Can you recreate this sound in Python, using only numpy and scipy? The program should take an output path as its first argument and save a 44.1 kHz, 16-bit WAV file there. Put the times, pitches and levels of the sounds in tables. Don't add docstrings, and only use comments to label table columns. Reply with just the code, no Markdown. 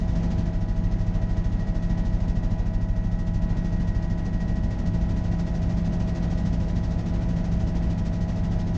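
import sys
import numpy as np
from scipy.fft import rfft, irfft, next_fast_len
from scipy.io import wavfile
from scipy.ndimage import uniform_filter1d, minimum_filter1d, map_coordinates

SR = 44100
rng = np.random.default_rng(int(sys.argv[2]) if len(sys.argv) > 2 else 0)


def persist_wave(psi):
    counts = np.round(np.clip(psi, -1, 1) * 32767).astype(np.int16)
    wavfile.write(sys.argv[1], SR, np.atleast_2d(counts).T)


N = 386757

BLADE_HZ, SHAFT_HZ = 13.175, 100.2


def amp(db):
    return 10 ** (np.asarray(db) / 20)


def unit(x):
    return x / np.sqrt(np.mean(x ** 2) + 1e-20)


def along(points, hz):
    f, v = np.transpose(points)
    return np.interp(np.log(hz + 1e-3), np.log(f), v)


def curves(rows):
    times, *columns = np.transpose(rows)
    return [np.interp(np.arange(N) / SR, times, column) for column in columns]


def wobble(rate, size=32):
    at = np.arange(0, N + size, size)
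    knots = rng.standard_normal(int(N * rate / SR) + 4)
    coarse = map_coordinates(knots, [at * rate / SR])
    return np.interp(np.arange(N), at, coarse)


def filtered(x, response):
    size = next_fast_len(N + SR)
    hz = np.fft.rfftfreq(size, 1 / SR)
    return irfft(rfft(x, size) * response(hz), size)[:N]


def noise(spectrum):
    return unit(filtered(rng.standard_normal(N), lambda hz: amp(along(spectrum, hz))))


def tone(cycles, waver_db, waver_rate):
    sine = np.sin(2 * np.pi * (cycles + rng.random()))
    return np.sqrt(2) * sine * amp(waver_db * wobble(waver_rate))


def swing(passes, hz, width, scatter_db):
    blade = np.round(passes).astype(int)
    age = (passes - blade) / BLADE_HZ
    blade_sizes = amp(scatter_db * rng.standard_normal(np.ptp(blade) + 1))
    size = blade_sizes[blade - blade.min()]
    return unit(size * np.cos(2 * np.pi * hz * age) * np.exp(-(age / width) ** 2))


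def main_rotor(passes):
    # t/s, nearness (0 = clear air, 1 = in the wake)
    wake_points = [(0.0, 0.64), (0.38, 0.89), (0.55, 0.028), (2.9, 0.033), (4.2, .4), (4.6, 0.68),
                   (5.05, 0.56), (5.5, 0.9), (8.75, 0.77)]
    boom_db, slap_db = -25.5, -27.5
    edge_db = -8.5
    wake = np.clip(curves(wake_points)[0], 0, 1)
    edge = -swing(passes - .03, hz=79.6, width=.007, scatter_db=3.5)
    boom = swing(passes - .19, hz=37, width=.0195, scatter_db=0.7)
    slap = -swing(passes - .49, hz=50.4, width=.014, scatter_db=1.2)
    clear_air = amp(boom_db) * (boom + amp(edge_db) * edge)
    return np.sqrt(1 - wake) * clear_air + np.sqrt(wake) * amp(slap_db) * slap


def gusts(passes):
    gust_shape = [(.03, -0.95), (.21, -1.1), (.31, 0.81), (0.449, 1), (.66, 0.47), (0.819, -0.51)]
    trail_from_s, trail_per_s = 7.27, .13
    lag = trail_per_s * np.maximum(np.arange(N) / SR - trail_from_s, 0)
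    share, strength = np.transpose(gust_shape)
    return np.interp(passes - lag + .5 + 0.013 * wobble(19), share, strength, period=1)


def drone(clock, flow_db):
    # multiple of its blade rate, level/dB before the overall tail level
    tail_harmonics = [(1, -19), (2, 1), (3, -14), (4, -17), (5, -40.5), (6, -26.5), (7, -32)]
    # multiple of its turning rate, level/dB
    shaft_harmonics = [(1, -33), (2, -43), (3, -57)]
    tail_hz, tail_db, tail_growth = 85.16, -32.5, 0.86
    tail = sum(amp(db) * tone(round(k) * tail_hz * clock, waver_db=.5, waver_rate=7)
               for k, db in tail_harmonics)
    shaft = sum(amp(db) * tone(round(k) * SHAFT_HZ * clock, waver_db=0.4, waver_rate=2.4)
                for k, db in shaft_harmonics)
    return amp(tail_db + tail_growth * flow_db) * tail + shaft


def whines(clock, gust, flow_db):
    # f/Hz, level/dB
    gears = [(113.4, -45), (194.7, -48.5), (596.2, -61.5), (631.5, -65.5), (658.1, -65), (829.5, -56.5),
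             (857.3, -70), (986.6, -57), (1289.3, -68), (1316.2, -71.5), (1480.4, -65.5), (1658.1, -76),
             (1702.5, -69), (1934, -68.5), (1973, -72.5), (2003.9, -78)]
    # f/Hz, level/dB before the trim and flutter below
    turbine_tones = [(493.4, -69), (1947.4, -64.5), (2103.8, -76), (2467, -80), (2604.6, -73),
                     (2960.8, -79), (6627, -79), (7714, -92), (8286, -100)]
    # middle t/s, half length to 1/e in s, rise/dB
    swells = [(1.75, 0.56, 4.5), (4.15, 1.3, 6.5), (6.2, .4, 2.5)]
    planetary_hz, planetary_db, planetary_growth = 644.7, -48, 0.48
    pinion_teeth, pinion_db = 19, -60.5

    planetary_level = amp(planetary_db + planetary_growth * flow_db + 0.24 * gust)
    planetary = planetary_level * tone(planetary_hz * clock + 0.015 * gust, waver_db=0.1, waver_rate=7)

    swell_db = sum(db * np.exp(-((clock - s) / half) ** 2) for s, half, db in swells)
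    twist = gust / (4 * np.pi)
    pinion = tone(pinion_teeth * SHAFT_HZ * clock + twist, waver_db=1.7, waver_rate=25)
    pinion = amp(pinion_db + swell_db + 2.9 * gust) * pinion

    mesh = sum(amp(db) * tone(hz * clock, waver_db=0.7, waver_rate=5.2) for hz, db in gears)
    turbine = sum(amp(db) * tone(hz * clock + 0.073 * wobble(11), waver_db=1.0, waver_rate=11)
                  for hz, db in turbine_tones)
    return planetary + pinion + mesh + amp(-0.5 + 1.3 * gust) * turbine


def slipstream(gust, flow_db):
    # f/Hz, relative level/dB
    rumble_colour = [(8, -30.5), (20, -24), (32, -1.5), (46, 2.5), (75, -2), (110, -1), (150, -4),
                     (218, -3), (245, -12.5), (320, -14.5), (420, -31), (900, -83)]
    roar_colour = [(200, -25), (360, -0.5), (450, 1), (550, -3), (620, 0.5), (770, -.5), (830, -4),
                   (950, -7), (1100, -12), (1450, -13.5), (2000, -15), (2500, -19), (5000, -29.5),
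                   (9000, -65.5)]
    hiss_colour = [(500, -30), (1200, 4.5), (2200, 0), (3000, 3), (3700, 2), (5300, 2.5), (6100, 2),
                   (7000, -3.5), (7700, -10.5), (8300, -16.5), (9000, -28), (9600, -43)]
    rumble_db, rumble_growth = -30, .7
    roar_db, roar_growth = -44.5, .8
    hiss_db, hiss_growth = -60, 1.05
    rumble_level = amp(rumble_db + rumble_growth * flow_db + 1.7 * gust + 0.25 * wobble(3))
    roar_level = amp(roar_db + roar_growth * flow_db + 0.96 * gust + 0.78 * wobble(11))
    hiss = 0
    for _ in range(2):
        eddies_db = 1.4 * wobble(40) + 0.82 * wobble(160)
        hiss = hiss + amp(5.05 * gust + eddies_db) * noise(hiss_colour)
    hiss_level = amp(hiss_db + hiss_growth * flow_db)
    return rumble_level * noise(rumble_colour) + roar_level * noise(roar_colour) + hiss_level * hiss


def limiter(x, size=600):
    ceiling = .22
    needed = ceiling / np.maximum(np.abs(x), ceiling)
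    return x * uniform_filter1d(minimum_filter1d(needed, size), size)


def scene():
    # t/s, level/dB over steady cruise
    airflow = [(0.0, -2), (0.15, 2), (0.4, 1.5), (0.55, -2.5), (2.3, -0.5), (2.9, -4), (3.6, -0.5),
               (4.3, -1.4), (5.0, 0.26), (6.3, 2), (7.05, 0.8), (7.55, 1.2), (8.75, 0.5)]
    clock = np.cumsum(1 + 0.000499 * wobble(0.882)) / SR
    passes = BLADE_HZ * clock - 1 / 4
    gust = gusts(passes)
    flow_db, = curves(airflow)
    machinery = main_rotor(passes) + drone(clock, flow_db) + whines(clock, gust, flow_db)
    return (machinery + slipstream(gust, flow_db))[None]


def record(dry):
    top_hz = 9600
    return np.array([filtered(limiter(channel), lambda hz: hz < top_hz) for channel in dry])


dry = scene()
out = record(dry)
persist_wave(out)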